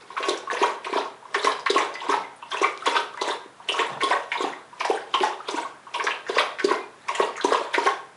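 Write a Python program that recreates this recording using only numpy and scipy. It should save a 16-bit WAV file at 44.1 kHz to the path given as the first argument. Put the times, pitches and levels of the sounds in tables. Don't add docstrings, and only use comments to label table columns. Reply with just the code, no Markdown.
import sys
import numpy as np
from scipy import signal
from scipy.fft import rfft, irfft
from scipy.io import wavfile
from scipy.ndimage import uniform_filter1d

SR = 44100
rng = np.random.default_rng(int(sys.argv[2]) if len(sys.argv) > 2 else 0)


def to_wav(sig):
    pcm = np.clip(np.atleast_2d(sig), -1, 1) * 32767
    pcm = np.round(pcm).astype(np.int16)
    wavfile.write(sys.argv[1], SR, pcm.T)


N = 359855

# start_s, plunge_db, wait_s, squeeze_db, settle_db_per_s
BITES = [(.01, -40.5, 0.11, -37.5, 60), (0.177, -27.5, 0.11, -20, 140), (0.511, -23.5, 0.12, -17.5, 166),
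         (0.849, -29, 0.12, -19.5, 188), (1.347, -23.5, 0.12, -18, 169), (1.659, -34, 0.098, -18, 108),
         (1.94, -38, 0.087, -31, 66), (2.093, -18.5, 0.018, -20, 155), (2.425, -42, 0.013, -50, 203),
         (2.514, -23, 0.13, -21.5, 193), (2.865, -17, 0.097, -17, 195), (3.216, -21, 0.068, -17.5, 242),
         (3.688, -25.5, 0.1, -20.5, 92), (4.012, -22, 0.096, -19.5, 146), (4.324, -26.5, 0.099, -21.5, 138),
         (4.802, -25.5, 0.1, -23.5, 136), (5.142, -23, 0.09, -19.5, 156), (5.484, -22.5, 0.087, -21.5, 174),
         (5.943, -25.5, 0.13, -25, 133), (6.289, -24.5, 0.095, -16, 176), (6.597, -29.5, 0.11, -20.5, 185),
         (7.089, -23.5, 0.12, -22.5, 128), (7.444, -18, 0.086, -20, 106), (7.741, -19.5, 0.12, -19, 185)]
# frequency_hz, density_db
MASH_SPECTRUM = [(59, -64), (100, -73), (246, -8), (379, 9), (656, 0.5), (952, 1), (1380, -10.5),
                 (1930, -10.5), (3750, -22.5), (10800, -43), (14000, -68), (22000, -120)]
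# start_s, level_db, pitch_hz
POPS = [(0.103, -34.5, 1000), (0.166, -24.5, 1250), (0.176, -24, 1003), (0.178, -33, 1506),
        (0.237, -27.5, 1110), (0.473, -27.5, 1115), (0.509, -27.5, 1088), (0.549, -26, 987),
        (0.698, -24.5, 1013), (0.866, -27, 1050), (0.934, -21.5, 1020), (0.981, -21.5, 860),
        (1.055, -30, 1020), (1.225, -41, 886), (1.253, -36, 1003), (1.346, -21.5, 1046), (1.47, -13, 998),
        (1.662, -19, 1075), (1.761, -15.5, 1042), (1.802, -19, 1001), (2.015, -29.5, 896),
        (2.064, -28, 980), (2.092, -18, 1040), (2.123, -18.5, 1220), (2.139, -14.5, 865),
        (2.425, -33.5, 1000), (2.525, -28.5, 1054), (2.543, -23, 990), (2.626, -19.5, 1030),
        (2.644, -16.5, 1167), (2.823, -28.5, 1230), (2.862, -27, 984), (2.872, -19.5, 933),
        (2.909, -40, 1080), (2.953, -20, 940), (2.964, -15, 1212), (3.142, -34, 1160), (3.174, -33.5, 940),
        (3.215, -22.5, 980), (3.277, -39, 1180), (3.316, -25, 1039), (3.6, -38, 925), (3.694, -32, 940),
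        (3.74, -26.5, 1060), (3.802, -31, 1127), (3.815, -22.5, 1120), (4.022, -23.5, 1060),
        (4.04, -22.5, 1012), (4.059, -40, 1054), (4.111, -16.5, 960), (4.112, -20, 754), (4.15, -24, 1020),
        (4.317, -27, 2860), (4.323, -33, 936), (4.353, -25, 920), (4.407, -25, 1018), (4.447, -19, 777),
        (4.728, -39, 960), (4.808, -22, 995), (4.85, -19, 780), (4.908, -16, 747), (5.139, -19.5, 1105),
        (5.146, -16.5, 987), (5.234, -14, 824), (5.321, -31, 1130), (5.403, -30.5, 1210), (5.488, -33, 960),
        (5.541, -32, 937), (5.583, -23.5, 880), (5.649, -28, 1060), (5.867, -38, 1066), (5.958, -25.5, 930),
        (6.004, -24, 1046), (6.079, -22.5, 1021), (6.362, -27, 1060), (6.383, -18, 1077),
        (6.404, -19.5, 1174), (6.684, -28, 1094), (6.71, -18, 988), (6.709, -44, 1580), (7.101, -37, 912),
        (7.197, -20, 1030), (7.224, -19, 898), (7.376, -32, 1210), (7.399, -27.5, 1450),
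        (7.446, -18.5, 937), (7.52, -20, 1048), (7.545, -17, 1010), (7.746, -22.5, 1404), (7.781, -18, 915),
        (7.865, -19.5, 754), (7.872, -17, 1037), (7.912, -28, 1040)]
# start_s, level_db, mouth_hz, width_ratio
SMACKS = [(0.169, -27, 2340, 0.55), (0.228, -21.5, 2480, 1), (0.285, -36, 3660, 0.4),
          (0.501, -22, 1490, 0.56), (0.57, -25.5, 1960, 1), (0.627, -25, 2300, 0.24),
          (0.845, -25.5, 2260, 1), (0.928, -28, 2200, 1), (1.345, -16, 1790, 0.97),
          (1.392, -31.5, 3660, 0.35), (1.433, -27.5, 4100, 0.37), (1.446, -18, 1710, 1),
          (1.517, -28, 3300, 0.98), (1.662, -16.5, 1840, 1), (1.697, -22, 3560, 0.34), (1.78, -18, 1666, 1),
          (1.809, -25.5, 2500, 0.75), (1.952, -28, 1884, 0.81), (2.004, -33, 3050, 0.59),
          (2.129, -23.5, 1550, 1), (2.236, -34.5, 2050, 0.27), (2.423, -39.5, 2780, 0.27),
          (2.518, -27.5, 3210, 0.19), (2.544, -26, 1640, 0.56), (2.571, -29.5, 2630, 0.17),
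          (2.614, -29, 1530, 0.8), (2.634, -14, 2094, 0.33), (2.858, -25, 2030, 0.39),
          (2.865, -19, 2750, 1), (2.951, -29, 1770, 0.35), (2.9648, -21, 3050, 1), (3.173, -32, 1640, 0.65),
          (3.213, -27, 3790, 0.51), (3.307, -28, 3660, 0.27), (3.687, -15.5, 2730, 0.44),
          (3.7918, -18.5, 2340, 0.65), (3.8153, -25, 1440, 0.37), (4.007, -18.5, 1980, 0.48),
          (4.034, -23.5, 3470, 0.87), (4.1083, -22.5, 2050, 0.49), (4.122, -18.5, 1686, 0.44),
          (4.318, -18.5, 2120, 0.53), (4.373, -31.5, 3747, 0.24), (4.5274, -31.5, 1970, 0.17),
          (4.8064, -24, 2270, 0.84), (4.848, -22.5, 1800, 1), (4.973, -29, 1590, 0.55),
          (5.14, -18, 2740, 0.67), (5.203, -27, 2480, 0.89), (5.232, -19.5, 1640, 0.78),
          (5.474, -36, 2520, 0.69), (5.9418, -23, 2633, 0.47), (5.998, -23, 1880, 1),
          (6.0672, -15.5, 1730, 1), (6.1083, -22, 2560, 0.42), (6.266, -30, 1450, 1),
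          (6.383, -13.5, 1990, 1), (6.393, -19, 3300, 0.49), (6.587, -23, 1870, 0.96),
          (6.598, -21.5, 1740, 0.75), (6.7155, -18.5, 1354, 0.96), (7.085, -23.5, 2040, 0.69),
          (7.147, -24.5, 1990, 0.23), (7.1495, -25.5, 2770, 0.34), (7.197, -24, 1635, 0.87),
          (7.224, -27.5, 2720, 0.42), (7.357, -30, 2070, 0.47), (7.3782, -32, 1850, 0.26),
          (7.4102, -30, 3340, 1), (7.508, -30, 1700, 0.48), (7.526, -20.5, 1460, 0.5),
          (7.742, -13, 1980, 0.55), (7.865, -20, 1840, 0.83)]
# start_s, level_db, pitch_hz, ring_s
GULPS = [(0.202, -27, 498, 0.05), (0.283, -17.5, 350, 0.028), (0.306, -22, 445, 0.016),
         (0.527, -24, 456, 0.053), (0.614, -15, 410, 0.025), (0.895, -30, 443, 0.027),
         (0.925, -19.5, 367, 0.014), (0.96, -12.5, 474, 0.0081), (1.355, -27, 386, 0.064),
         (1.446, -17.5, 406, 0.016), (1.7, -13, 394, 0.022), (1.757, -12.5, 406, 0.012),
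         (2.048, -36, 510, 0.043), (2.086, -22.5, 271, 0.022), (2.095, -21.5, 405, 0.042),
         (2.545, -33, 440, 0.025), (2.614, -13.5, 376, 0.014), (2.872, -17.5, 426, 0.029),
         (3.214, -22.5, 473, 0.027), (3.277, -17.5, 445, 0.0053), (3.458, -32.5, 424, 0.0072),
         (3.692, -26, 415, 0.021), (3.718, -24.5, 514, 0.021), (3.792, -22.5, 433, 0.075),
         (4.033, -22, 407, 0.04), (4.106, -22, 500, 0.013), (4.404, -19, 397, 0.013),
         (4.439, -16.5, 400, 0.0083), (4.898, -11.5, 452, 0.018), (5.14, -31, 353, 0.03),
         (5.205, -20.5, 361, 0.055), (5.485, -24.5, 406, 0.027), (5.54, -21, 342, 0.026),
         (5.988, -34, 420, 0.037), (6.042, -23.5, 455, 0.02), (6.295, -17, 428, 0.018),
         (6.368, -14, 480, 0.022), (6.642, -11, 393, 0.032), (6.712, -15, 417, 0.02),
         (7.199, -9.5, 460, 0.018), (7.445, -8, 428, 0.0081), (7.52, -10.5, 474, 0.015),
         (7.61, -22.5, 566, 0.039), (7.778, -13, 399.6, 0.011), (7.859, -19.5, 432, 0.019)]
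# start_s, level_db, centre_hz
SALIVA_SNAPS = [(0.285, -20.5, 4050), (.372, -36.5, 5800), (0.53, -33.5, 6100), (1.343, -30, 5350),
                (1.445, -26.5, 5750), (1.594, -38.5, 4950), (1.66, -32.5, 4150), (1.6989, -23, 4630),
                (1.78, -29, 6100), (1.939, -36, 4870), (2.098, -32.5, 6400), (2.36, -52, 9300),
                (2.5036, -47, 5530), (2.569, -38, 6290), (2.616, -29.5, 5870), (2.859, -31, 6705),
                (3.2136, -30.5, 6000), (3.687, -35, 8900), (3.7205, -31, 5440), (3.803, -35, 5840),
                (4.034, -32, 9200), (4.798, -38, 5270), (4.848, -28.5, 5340), (4.951, -43, 8850),
                (5.142, -34, 5600), (5.239, -32, 5800), (5.484, -31, 3650), (5.506, -34, 5960),
                (5.612, -42, 7860), (5.937, -39, 5250), (6.039, -30.5, 5870), (6.291, -39, 4870),
                (6.593, -40, 5050), (6.643, -25.5, 4600), (7.0836, -35, 5650), (7.149, -31, 7250),
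                (7.364, -35.5, 6500), (7.442, -27, 6150), (7.52, -32.5, 5000), (7.741, -29.5, 3970),
                (7.78, -34, 5200)]
# start_s, level_db, start_hz, growth_per_s, length_s
CHIRPS = [(0.622, -18.5, 622, 34, 0.031), (3.775, -31, 1124, 23.6, 0.035), (7.866, -21, 1408, 16, 0.016)]
# start_s, level_db, pitch_hz, length_s
THIN_TONES = [(1.945, -39, 2010, 0.11), (3.182, -36, 2015, 0.057), (3.845, -46, 953, 0.33),
              (4.12, -32, 568.4, 0.13), (6.731, -41.5, 2073, 0.1), (6.803, -45, 2420, 0.078)]
# start_s, level_db, pitch_hz
GRUNTS = [(2.1, -54.5, 197), (3.85, -48, 162), (4.401, -54, 210)]
# start_s, level_db
TICKS = [(2.776, -25), (2.793, -40), (3.14, -36), (3.175, -33), (6.069, -18), (6.3846, -14)]
# pitch_hz, width_hz, level_db
BOWL_MODES = [(374.3, 25, 4), (413, 35, -5), (959, 35.6, 8), (1143, 48, 10), (1570, 63, 9), (1924, 30, 5),
              (3650, 850, 4.5)]
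# delay_s, level_db
ECHOES = [(0.025, -14.5), (0.035, -13), (.049, -18.5)]
# frequency_hz, t60_s
ROOM_DECAY = [(150, 0.46), (400, 0.53), (1000, 0.47), (2800, 0.43), (7000, 0.36)]
# frequency_hz, density_db
HISS_SPECTRUM = [(15, -48), (25, -16.5), (196, 6), (361, 3), (813, 7), (1350, 7.5), (1660, 6), (2310, -1.5),
                 (3640, -5.5), (4350, -8), (10900, -12), (14100, -51), (22000, -120)]

BODY_HZ = 604


def gain_of(db):
    return 10 ** (np.asarray(db) / 20)


def unit_rms(x):
    return x / np.sqrt(np.mean(x ** 2) + 1e-20)


def curve_at(points, hz):
    knots_hz, values = np.transpose(points)
    return np.interp(np.log(hz + 1), np.log(knots_hz + 1), values)


def add(mix, start_s, sound):
    part = mix[round(start_s * SR):][:len(sound)]
    part += sound[:len(part)]


def resonate(x, hz, width_hz):
    pole = np.exp((2j * np.pi * hz - np.pi * width_hz) / SR)
    return 2 * signal.lfilter([1 - abs(pole)], [1, -pole], x).real


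def phase_wobble(noise, samples):
    return 0.7 * unit_rms(uniform_filter1d(uniform_filter1d(noise, samples), samples))


def puff(length_s, rise_s, crackle_db):
    hiss, crackle = rng.standard_normal((2, SR // 10))
    t = np.arange(len(hiss)) / SR
    envelope = (1 - np.exp(-t / rise_s)) * np.exp(-(t / length_s) ** 2)
    return hiss * gain_of(crackle_db * unit_rms(uniform_filter1d(crackle, size=90))), envelope


def bite_motion(t, contact_db=-15, approach_db_per_s=123, plunge_s=0.015, sag_db=8):
    start_s, plunge_db, wait_s, squeeze_db, settle_db_per_s = np.transpose(BITES)[:, :, None]
    since_s = t - start_s
    settling_s = np.maximum(since_s - wait_s, 0)
    progress = np.clip(since_s / wait_s, 0, 1)
    near_db = contact_db * np.clip(-since_s / plunge_s, 0, 1) + approach_db_per_s * np.minimum(since_s, 0)
    push_db = plunge_db + (squeeze_db - plunge_db) * progress - sag_db * np.sin(np.pi * progress)
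    level_db = push_db + near_db - settle_db_per_s * settling_s
    tilt_db_per_oct = np.clip(4.5 - 17 * settling_s, -8, 8)
    thin_db_per_oct = 0.5 * (1 - progress) + 94 * settling_s
    loudest = level_db.argmax(axis=0), np.arange(len(t))
    return level_db[loudest], tilt_db_per_oct[loudest], thin_db_per_oct[loudest]


def squelch(step=32):
    level_db, tilt, thinning = bite_motion(np.arange(N // step + 1) * step / SR)
    out = np.zeros(N)
    for hz in np.geomspace(150, 10500, num=40):
        bursts = np.flatnonzero(rng.random(N) < 0.09 * hz / SR)
        spread_db = 2.5 * np.minimum(rng.exponential(1, len(bursts)), 2 if hz < BODY_HZ else 4)
        bunching = unit_rms(uniform_filter1d(rng.standard_normal(len(level_db)), size=24))
        clumps_db = 5.14 * np.clip(bunching, -3, 1.5 if hz < 4000 else 2.5)
        colour_db = tilt * np.log2(hz / 2000) + thinning * min(np.log2(hz / BODY_HZ), 0)
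        impulses = np.zeros(N)
        impulses[bursts] = gain_of(spread_db + (level_db + colour_db + clumps_db)[bursts // step])
        cycles = np.arange(round(9 * SR / hz)) * hz / SR
        envelope = np.sin(np.pi * cycles / cycles[-1]) * np.exp(-0.2 * cycles)
        bubble = envelope * np.sin(2 * np.pi * cycles * (1 + 0.013 * cycles))
        band_gain = gain_of(curve_at(MASH_SPECTRUM, hz)) * np.sqrt(hz / 1000)
        out += band_gain * signal.oaconvolve(impulses, bubble)[:N]
    return gain_of(-6) * out


def bubbles(rows, rise_s, climb_per_s):
    out = np.zeros(N)
    for start_s, db, hz, ring_s in rows:
        t = np.arange(0, ring_s, 1 / SR)
        envelope = (1 - np.exp(-t / rise_s)) ** 2 * gain_of(-60 * (t / ring_s) ** 1.65)
        flutter = phase_wobble(rng.standard_normal(SR // 10), samples=90)[:len(t)]
        tone = np.sin(2 * np.pi * hz * t * (1 + climb_per_s * t) + flutter - flutter[0])
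        add(out, start_s, gain_of(db) * envelope / envelope.max() * tone)
    return out


def smacks():
    out = np.zeros(N)
    scatter = np.clip(rng.standard_normal((len(SMACKS), 3)), -2, 2)
    for (start_s, db, mouth_hz, width_ratio), offsets in zip(SMACKS, scatter):
        tear, envelope = puff(length_s=0.019, rise_s=0.00019, crackle_db=0.5)
        envelope *= 1 + 0.93 * np.exp(-np.arange(len(envelope)) / (0.0011 * SR))
        for _ in range(3):
            tear = resonate(tear, mouth_hz, max(width_ratio, 0.2) * mouth_hz)
        pockets_hz = mouth_hz * np.exp(0.219 * width_ratio * offsets)
        pockets = sum(resonate(tear, hz, 0.032 * hz) for hz in pockets_hz)
        smack = (unit_rms(tear) + 0.46 * unit_rms(pockets))[::-1]
        add(out, start_s, 0.35 * gain_of(db) * envelope * smack)
    return out


def saliva_snaps():
    out = np.zeros(N)
    for start_s, db, hz in SALIVA_SNAPS:
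        noise, envelope = puff(length_s=0.019, rise_s=0.0004, crackle_db=3)
        width_hz = 4200 * gain_of(0.41 * (db + 30))
        hiss = resonate(resonate(noise, hz, width_hz), hz, width_hz)
        ring = resonate(resonate(hiss, hz, width_hz=770), hz, width_hz=910)
        add(out, start_s, 0.44 * gain_of(db) * envelope * (unit_rms(hiss) + 0.54 * unit_rms(ring)))
    return out


def chirps():
    out = np.zeros(N)
    for start_s, db, hz, growth_per_s, length_s in CHIRPS:
        t = np.arange(0, length_s, 1 / SR)
        envelope = np.sin(np.pi * (t / length_s) ** 0.89)
        cycles = hz * np.expm1(growth_per_s * t) / growth_per_s
        add(out, start_s, gain_of(db) * envelope * np.sin(2 * np.pi * cycles))
    return out


def thin_tones():
    out = np.zeros(N)
    for start_s, db, hz, length_s in THIN_TONES:
        t = np.arange(0, length_s, 1 / SR)
        waver = phase_wobble(rng.standard_normal(SR // 2), samples=300)[:len(t)]
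        envelope = np.sin(np.pi * np.sqrt(t / length_s))
        add(out, start_s, gain_of(db) * envelope * np.sin(2 * np.pi * hz * t + waver))
    return out


def grunts():
    out = np.zeros(N)
    for start_s, db, hz in GRUNTS:
        throat = signal.butter(4, [0.69 * hz, 1.71 * hz], "band", fs=SR, output="sos")
        rumble = signal.sosfilt(throat, rng.standard_normal(SR // 5))
        add(out, start_s, gain_of(db) * unit_rms(rumble) * np.hanning(len(rumble)))
    return out


def ticks():
    out = np.zeros(N)
    for start_s, db in TICKS:
        width_s = 7e-5 * gain_of(0.3 * (db + 14))
        widths = np.arange(-3, 3, 1 / (SR * width_s))
        add(out, start_s, -gain_of(db) * widths * np.exp(0.5 - widths ** 2 / 2))
    return out


def bowl(x):
    t = np.arange(N) / SR
    drift = unit_rms(np.interp(t, np.linspace(0, t[-1], num=40), rng.standard_normal(40)))
    drifting_time_s = np.cumsum(1 + 0.025 * drift) / SR
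    ring = np.zeros(N)
    for hz, width_hz, db in BOWL_MODES:
        carrier = np.exp(2j * np.pi * hz * drifting_time_s)
        pole = np.exp(-np.pi * width_hz / SR)
        ring += gain_of(db) * 2 * (carrier * signal.lfilter([1 - pole], [1, -pole], x / carrier)).real
    return x + gain_of(-7.5) * ring


def room(x, build_up_s=0.0011, tail_db=-6.5):
    paths, echoes = np.zeros((2, SR))
    slots = np.arange(100, SR - 20, 20)
    paths[slots + rng.integers(0, 20, len(slots))] = rng.choice([-1., 1.], len(slots))
    paths *= 1 - np.exp(-(np.arange(SR) / SR / build_up_s) ** 2)
    hz, t, bands = signal.stft(paths, SR, nperseg=256)
    decay = gain_of(-60 * t / curve_at(ROOM_DECAY, hz)[:, None])
    tail = signal.istft(bands * decay, SR, nperseg=256)[1][:SR]
    for delay_s, db in ECHOES:
        echoes[round(delay_s * SR)] = gain_of(db)
    echoes = signal.sosfilt(signal.butter(1, 2500, fs=SR, output="sos"), echoes)
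    return x + signal.fftconvolve(x, echoes + gain_of(tail_db) * tail / np.linalg.norm(tail))[:N]


def room_tone(hiss_db=-52.5, hum_hz=130.5, hum_db=-72):
    colour = gain_of(curve_at(HISS_SPECTRUM, np.fft.rfftfreq(N, 1 / SR)))
    hiss = irfft(rfft(rng.standard_normal(N)) * colour, N)
    hum = np.sqrt(2) * np.sin(2 * np.pi * hum_hz * np.arange(N) / SR)
    return gain_of(hiss_db) * unit_rms(hiss) + gain_of(hum_db) * hum


def scene():
    gulps = bubbles(GULPS, rise_s=0.0011, climb_per_s=1.5)
    pop_ring_s = 0.035
    pops = bubbles([row + (pop_ring_s,) for row in POPS], rise_s=0.00066, climb_per_s=2.4)
    eating = gulps + pops + chirps() + smacks() + ticks() + saliva_snaps() + squelch()
    low_cut = signal.butter(6, 255, "high", fs=SR, output="sos")
    dog = bowl(signal.sosfilt(low_cut, eating)) + thin_tones() + grunts()
    return (room(dog) + room_tone())[None]


def record(dry):
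    bent = dry + 0.12 * dry ** 2 * abs(dry)
    high_cut = signal.firwin(1023, cutoff=11000, window=("kaiser", 9), fs=SR)
    return signal.oaconvolve(bent, high_cut[None], "same")


dry = scene()
out = record(dry)
to_wav(out)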